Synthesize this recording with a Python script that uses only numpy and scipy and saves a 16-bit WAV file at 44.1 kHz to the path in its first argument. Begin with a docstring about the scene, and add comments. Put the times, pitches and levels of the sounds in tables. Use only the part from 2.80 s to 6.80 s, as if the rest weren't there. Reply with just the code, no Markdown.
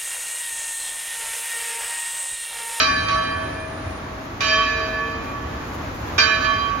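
"""A street below a church tower. The bell swings full circle: three strokes, each with a lighter
clapper rebound. The turning bell bends its partials slightly and beams them in and out; walls scatter
the ring. Underneath: a low background hum (perhaps another bell), town rumble, faint hiss, a few soft
bumps, one brief rustle, and an insect buzzing high up that soon stops."""
import sys
import numpy as np
from scipy import signal
from scipy.fft import rfft, irfft, next_fast_len
from scipy.io import wavfile
from scipy.ndimage import map_coordinates

SR = 44100
rng = np.random.default_rng(int(sys.argv[2]) if len(sys.argv) > 2 else 0)


def output_pcm(signal):
    """Save a mono or channel-first signal as 16-bit PCM at the path in sys.argv[1].

    Samples are clipped to [-1, 1] before scaling.
    """
    pcm = np.clip(np.atleast_2d(signal).T, -1, 1) * 32767
    wavfile.write(sys.argv[1], SR, np.round(pcm).astype(np.int16))


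N = 176400

# Each row: start in seconds, ring in dB, clang in dB, pan L-R in dB, swell in dB, rebound delay in
# seconds, rebound in dB re the stroke, time in seconds at which the mouth turns away.
STROKES = [(-.01, -0.5, -24, -3.5, -3, .293, -9.5, .5), (1.606, 0.5, -19, -4.5, 8, .262, -21, 2.4),
           (3.381, -1, -22, -6.5, -2, .263, -15, 3.84)]
# Hiss and rustle spectrum. Each row: frequency in Hz, relative level in dB.
HISS_SPECTRUM = [(5000, -5), (6700, 8.5), (8000, -10.5), (9500, -2.5), (11500, 3), (15500, -2.5)]


def amp(db):
    """Decibels to gain."""
    return 10 ** (np.asarray(db) / 20)


def unit(x):
    """Scale to rms 1."""
    return x / np.sqrt(np.mean(np.abs(x) ** 2) + 1e-20)


def decay(age_s, t60_s):
    """Gain falling 60 dB in t60_s."""
    return np.exp(-np.log(1000) * age_s / t60_s)


def panned(db):
    """Left and right gains for a level difference."""
    return amp(np.array([[db], [-db]]) / 2)


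def treble_octaves(hz, corner_hz=2350):
    """Octaves above the corner, zero below it."""
    return np.log2(np.maximum(hz / corner_hz, 1))


def along(points, hz):
    """Interpolate (Hz, value) points on a log axis."""
    knots_hz, values = np.transpose(points)
    return np.interp(np.log(hz + 1), np.log(knots_hz + 1), values)


def curve(points):
    """Interpolate (s, value) points per sample."""
    return np.interp(np.arange(N) / SR, *np.transpose(points))


def wobble(rate_hz):
    """Smooth random curve, rate_hz knots a second."""
    knots = rng.standard_normal(N // 64)
    at = np.arange(0, N + 32, 32)
    return np.interp(np.arange(N), at, map_coordinates(knots, [at * rate_hz / SR], mode="wrap"))


def flutter(rate_hz):
    """Random amplitude and phase of a scattered tone."""
    return unit(wobble(rate_hz) + 1j * wobble(rate_hz))


def filtered(x, response):
    """Apply a gain given as a function of Hz."""
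    size = next_fast_len(N + SR // 4)
    return irfft(rfft(x, size) * response(np.fft.rfftfreq(size, 1 / SR)), size)[..., :N]


def stereo_noise(spectrum):
    """Noise of rms 1, the ears alike in the bass and unrelated in the treble."""
    # Each row: frequency in Hz, left-right correlation.
    coherence = [(300, 0.95), (600, 0.22), (1500, 0.033)]

    def shape(hz):
        angle = np.arccos(np.clip(along(coherence, hz), -1, 1)) / 2
        return amp(along(spectrum, hz)) * [np.cos(angle), np.sin(angle)]
    mid, side = filtered(rng.standard_normal((2, N)), shape)
    return unit(np.array([mid + side, mid - side]))


def blows():
    """Clapper strokes and duller rebounds: stroke index, start s, ring, clang, pan, swell dB, dB/octave."""
    for stroke, (start_s, db, clang_db, pan_db, swell_db, delay_s, rebound_db, _) in enumerate(STROKES):
        yield stroke, start_s, db, clang_db, pan_db, swell_db, 0
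        yield stroke, start_s + delay_s, db + rebound_db, clang_db + rebound_db + 5, pan_db, 0, 4


def bell_and_hum(attack_s=.0021, early_s=.065, swell_s=.065, turn_s=1.76, doppler=.0038, beam_hz=8.07):
    """The struck bell's partials decay, bent and beamed by the swing, scattered by walls, over a hum."""
    # Each row: frequency in Hz, t60 in seconds, level in dB at each of the three strokes.
    # Row 0 (261 Hz) is a background hum, perhaps another bell, shaped like the rest: this bell's partials.
    tones = [(261.0, 6.0, -39, -38, -41), (452.0, 6.0, -45, -32, -39), (640.7, 5.5, -28, -27.5, -33.0),
             (1132.0, 4.1, -20.0, -19.0, -20.0), (1194.0, 3.9, -34, -31, -32), (1277.0, 2.8, -40, -34, -38),
             (1301.0, 2.7, -27, -32, -30), (1511.0, 2.5, -29, -29, -25), (1578.0, 2.3, -26.0, -30.0, -20.5),
             (1729.5, 2.7, -24.0, -19.5, -21.5), (1886.0, 2.7, -35, -36, -40), (2130.0, 2.5, -40, -43, -36),
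             (2273.0, 2.0, -35, -33, -37), (2402.5, 2.2, -23, -21, -20), (2556.0, 2.1, -33, -28, -31),
             (2601.0, 2.0, -37, -30, -34), (2919.0, 1.7, -35, -33, -33), (3041.0, 2.1, -41, -54, -32),
             (3142.0, 2.2, -28.5, -23.0, -25.0), (3740.0, 1.6, -41, -36, -38), (3932.0, 1.7, -26, -28, -26),
             (4319.0, 1.0, -31, -39, -34), (4666.0, 1.4, -32, -39, -35), (4740.0, 1.4, -27, -25.5, -26),
             (5577.0, 1.3, -34, -33, -34), (6404.0, 1.2, -37, -37, -37)]
    # Beaming of the strongest partials, by tone index. Each row: time in seconds, gain in dB.
    beams = { 2: [(0, -7), (.4, 4), (1.1, 0), (1.28, -10), (1.42, 8), (1.55, -7), (1.73, 1), (1.9, -7),
             (2.03, 2.5), (2.28, -2), (2.4, -11), (2.9, -8), (3.03, 3), (3.15, -7), (3.7, 7), (3.86, -6)],
             3: [(0, -11), (.1, 1), (.26, -2), (.33, 2.5), (.62, -.5), (.72, -11), (1.73, -6), (1.82, 4),
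             (1.89, -3), (1.99, 2), (2.12, -11), (2.22, 1), (2.42, -8), (2.56, 2), (2.68, -8), (3.58, -3),
             (3.74, 5), (4, 3.5)], 8: [(0, -9), (.12, 4), (.65, -1), (2.2, -1), (3.38, -7), (3.48, 3.5),
             (3.68, -11), (4, -4)], 9: [(.05, -5), (.18, 4), (.27, -6), (.39, 5), (.85, 0), (1.64, -8),
             (1.73, 2.5), (1.8, -7), (1.91, 2), (2.06, -3), (2.19, 5), (2.5, -7), (2.6, 0), (3.4, -8),
             (3.53, 5), (3.7, 4.5), (3.85, -6)], 18: [(.22, -2), (.45, 5), (.72, 2), (.9, -5), (1.62, -8),
             (1.73, 2), (1.83, 3.5), (1.89, -7), (3.45, -2), (3.53, -5), (3.76, 5), (3.87, 6), (4, -7)], }
    # Stereo wander, by tone index. Each row: time in seconds, pan L-R in dB, left lead in radians.
    drifts = { 2: [(0, 2, 0), (.15, -1, -2.3), (.5, -7, -2.7), (.9, 3, -1), (1.7, 0, .7)], 3: [(.2, 10, -1),
              (.33, -2, .3), (3.45, 3, .8), (3.65, -4, -1.5)], }
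    # Each row: frequency in Hz, scattered share of the power before steadying.
    scatter = [(260, 0.062), (1700, 0.76), (6000, 0.4)]
    # Each row: frequency in Hz, pan L-R in dB.
    pan_tilt = [(260, 0.5), (450, 4), (640, 10.5), (1130, 1), (1700, 0.5), (3000, 1.5), (5500, -5)]
    t = np.arange(N) / SR
    lowest_pitch_s, left_lag_s = 1.62, .00005
    heard_s = np.cumsum(1 + doppler * np.sin(np.pi * (t - lowest_pitch_s) / turn_s) ** 2) / SR
    envelopes = []
    for stroke, start_s, db, _, pan_db, swell_db, _ in blows():
        age_s = np.maximum(t - start_s, 0)
        early = np.exp(-age_s / early_s)  # louder and brighter just after the blow
        turning_in = np.exp(-(age_s / swell_s) ** 2)  # falls to 0 as the mouth faces the street
        turned_away = np.clip((t - STROKES[stroke][-1]) / swell_s, 0, 1)
        level_db = db + 3.5 * early - swell_db * turning_in
        tilt_db_per_octave = early - 3.5 * turned_away
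        gain = panned(pan_db) * amp(level_db) * (1 - np.exp(-age_s / attack_s))
        envelopes.append((stroke, age_s, tilt_db_per_octave, gain))
    out = np.zeros((2, N))
    for index, (hz, t60_s, *levels_db) in enumerate(tones):
        power = 0
        for stroke, age_s, tilt_db_per_octave, gain in envelopes:
            tone_db = levels_db[stroke] + tilt_db_per_octave * treble_octaves(hz)
            power += (gain * amp(tone_db) * decay(age_s, t60_s)) ** 2
        beam_db = curve(beams[index]) if index in beams else .7 * wobble(beam_hz)
        fading = .12 if index in beams else 1  # the strongest partials arrive mostly direct, steadier
        share = fading * np.clip(along(scatter, hz), 0, 1)
        tone = amp(beam_db) * np.exp(2j * np.pi * (hz * heard_s + rng.random()))
        skirt = amp(-6) * flutter(.021 * hz) / np.sqrt(fading)
        drift_db = drift_rad = 0
        if index in drifts:
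            drift = np.array(drifts[index])
            drift_db, drift_rad = curve(drift[:, [0, 1]]), curve(drift[:, [0, 2]])
        for ear, side in enumerate((.5, -.5)):
            jitter_rad = np.sqrt(fading) * .88 * wobble(beam_hz / 2)
            phase_rad = side * drift_rad + jitter_rad + 2 * np.pi * hz * left_lag_s * ear
            direct = np.sqrt(1 - share) * np.exp(1j * phase_rad)
            scattered = np.sqrt(share) * (flutter(.006 * hz) + skirt)
            ear_gain = amp(side * (along(pan_tilt, hz) + drift_db))
            out[ear] += ear_gain * np.sqrt(power[ear]) * (tone * (direct + scattered)).real
    return out


def clang(crash_db=1, crash_t60_s=.33, tail_db=-8.5):
    """The clapper's crash: a dense wash of modes lingering in the belfry, longest in the midrange."""
    # Each row: frequency in Hz, relative level in dB.
    spectrum = [(100, -24), (900, -8), (1400, -2), (2500, -1.5), (4400, -7), (6500, -10.5), (7200, -16),
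                (7800, -41), (10500, -31), (15000, -36.5)]
    # Each row: frequency in Hz, t60 in seconds.
    tail_t60 = [(200, 0.55), (1200, 3.3), (3000, 1.9), (6500, 1.68), (10000, 0.65)]
    hz, t, bins = signal.stft(stereo_noise(spectrum), SR, nperseg=128)
    power = 0
    for _, start_s, _, db, pan_db, swell_db, dull_db_per_octave in blows():
        age_s = np.maximum(t - start_s, 0)
        crash = amp(crash_db - swell_db) * decay(age_s, crash_t60_s)
        tail = amp(tail_db) * decay(age_s, along(tail_t60, hz)[:, None])
        gain = amp(db - dull_db_per_octave * treble_octaves(hz))[:, None] * panned(pan_db)[:, None]
        power += (t > start_s) * gain ** 2 * (crash ** 2 + tail ** 2)
    return signal.istft(bins * np.sqrt(power), SR, nperseg=128)[1][:, :N]


def overtones(count=30, low_hz=8700, high_hz=13500, re_clang_db=-31, t60_s=.5):
    """Faint, short-lived high modes glint on every full stroke."""
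    t = np.arange(N) / SR
    tones = power = 0
    for _ in range(count):
        hz = low_hz * (high_hz / low_hz) ** rng.random() ** 2
        tones += np.sin(2 * np.pi * (hz * t + rng.random((2, 1))))
    for start_s, _, clang_db, pan_db, *_ in STROKES:
        fade = (t > start_s) * decay(np.maximum(t - start_s, 0), t60_s)
        power += (amp(clang_db + re_clang_db) * panned(pan_db) * fade) ** 2
    return unit(tones) * np.sqrt(power)


def town_rumble():
    """Distant town: low noise, its level wavering."""
    # Each row: frequency in Hz, relative level in dB.
    spectrum = [(25, -32), (37, -9), (50, -3), (90, 1), (180, -9.5), (280, -4.5), (420, -11), (1100, -10.5),
                (1800, -15.5), (3000, -24.5), (7000, -34)]
    # Each row: time in seconds, level in dB.
    levels = [(0, -30.5), (1.2, -32.5), (3.3, -29.5), (4, -31)]
    return amp(curve(levels) + .78 * wobble(9.7)) * stereo_noise(spectrum + [(8000, -58.5)])


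def hiss(pan_db=-3):
    """Faint flickering hiss above the rumble."""
    # Each row: time in seconds, level in dB.
    levels = [(0, -58.5), (.9, -62.5), (1.3, -57), (2.7, -55), (3.2, -52), (4, -55.5)]
    flicker_db = .36 * wobble(8.9) + 1.3 * wobble(45)
    return amp(curve(levels) + flicker_db) * panned(pan_db) * stereo_noise(HISS_SPECTRUM)


def bumps():
    """Soft bumps and swells: low tones that rise and fall symmetrically."""
    # Each row: peak time in seconds, peak in dB, frequency in Hz, time constant in seconds.
    events = [(.4, -37.5, 162.4, 0.49), (.58, -25.5, 85, 0.038), (1.078, -25, 88, 0.023),
              (1.85, -34.5, 53.9, 0.41), (2.66, -31, 64.6, 0.055)]
    t = np.arange(N) / SR
    out = np.zeros(N)
    for peak_s, db, hz, fade_s in events:
        envelope = amp(db) * np.exp(-np.abs(t - peak_s) / fade_s)
        out += envelope * np.sin(2 * np.pi * (hz * t + rng.random()))
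    return out


def rustle(peak_s=2.947, width_s=.018, db=-48):
    """One brief, high rustle close by."""
    t = np.arange(N) / SR
    return amp(db) * np.exp(-((t - peak_s) / width_s) ** 2) * stereo_noise(HISS_SPECTRUM)


def insect(flutter_hz=91, flutter_db=.5):
    """A thin fluttering buzz in one high resonance."""
    # Each row: frequency in Hz, relative level in dB.
    spectrum = [(8400, -59), (8850, -9.5), (9100, 7), (9350, 11), (9550, -1.5), (9900, -39.5)]
    # Each row: time in seconds, level in dB.
    levels = [(0, -48.5), (.6, -51), (1.17, -55), (1.25, -63), (1.42, -67.5), (1.6, -120)]
    return amp(curve(levels) - flutter_db * wobble(flutter_hz)) * stereo_noise(spectrum)


def scene():
    """The bell over the street."""
    return bell_and_hum() + clang() + overtones() + town_rumble() + hiss() + bumps() + rustle() + insect()


def record(dry):
    """Brick-wall low-pass."""
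    return filtered(dry, lambda hz: hz < 15850)


dry = scene()
out = record(dry)
output_pcm(out)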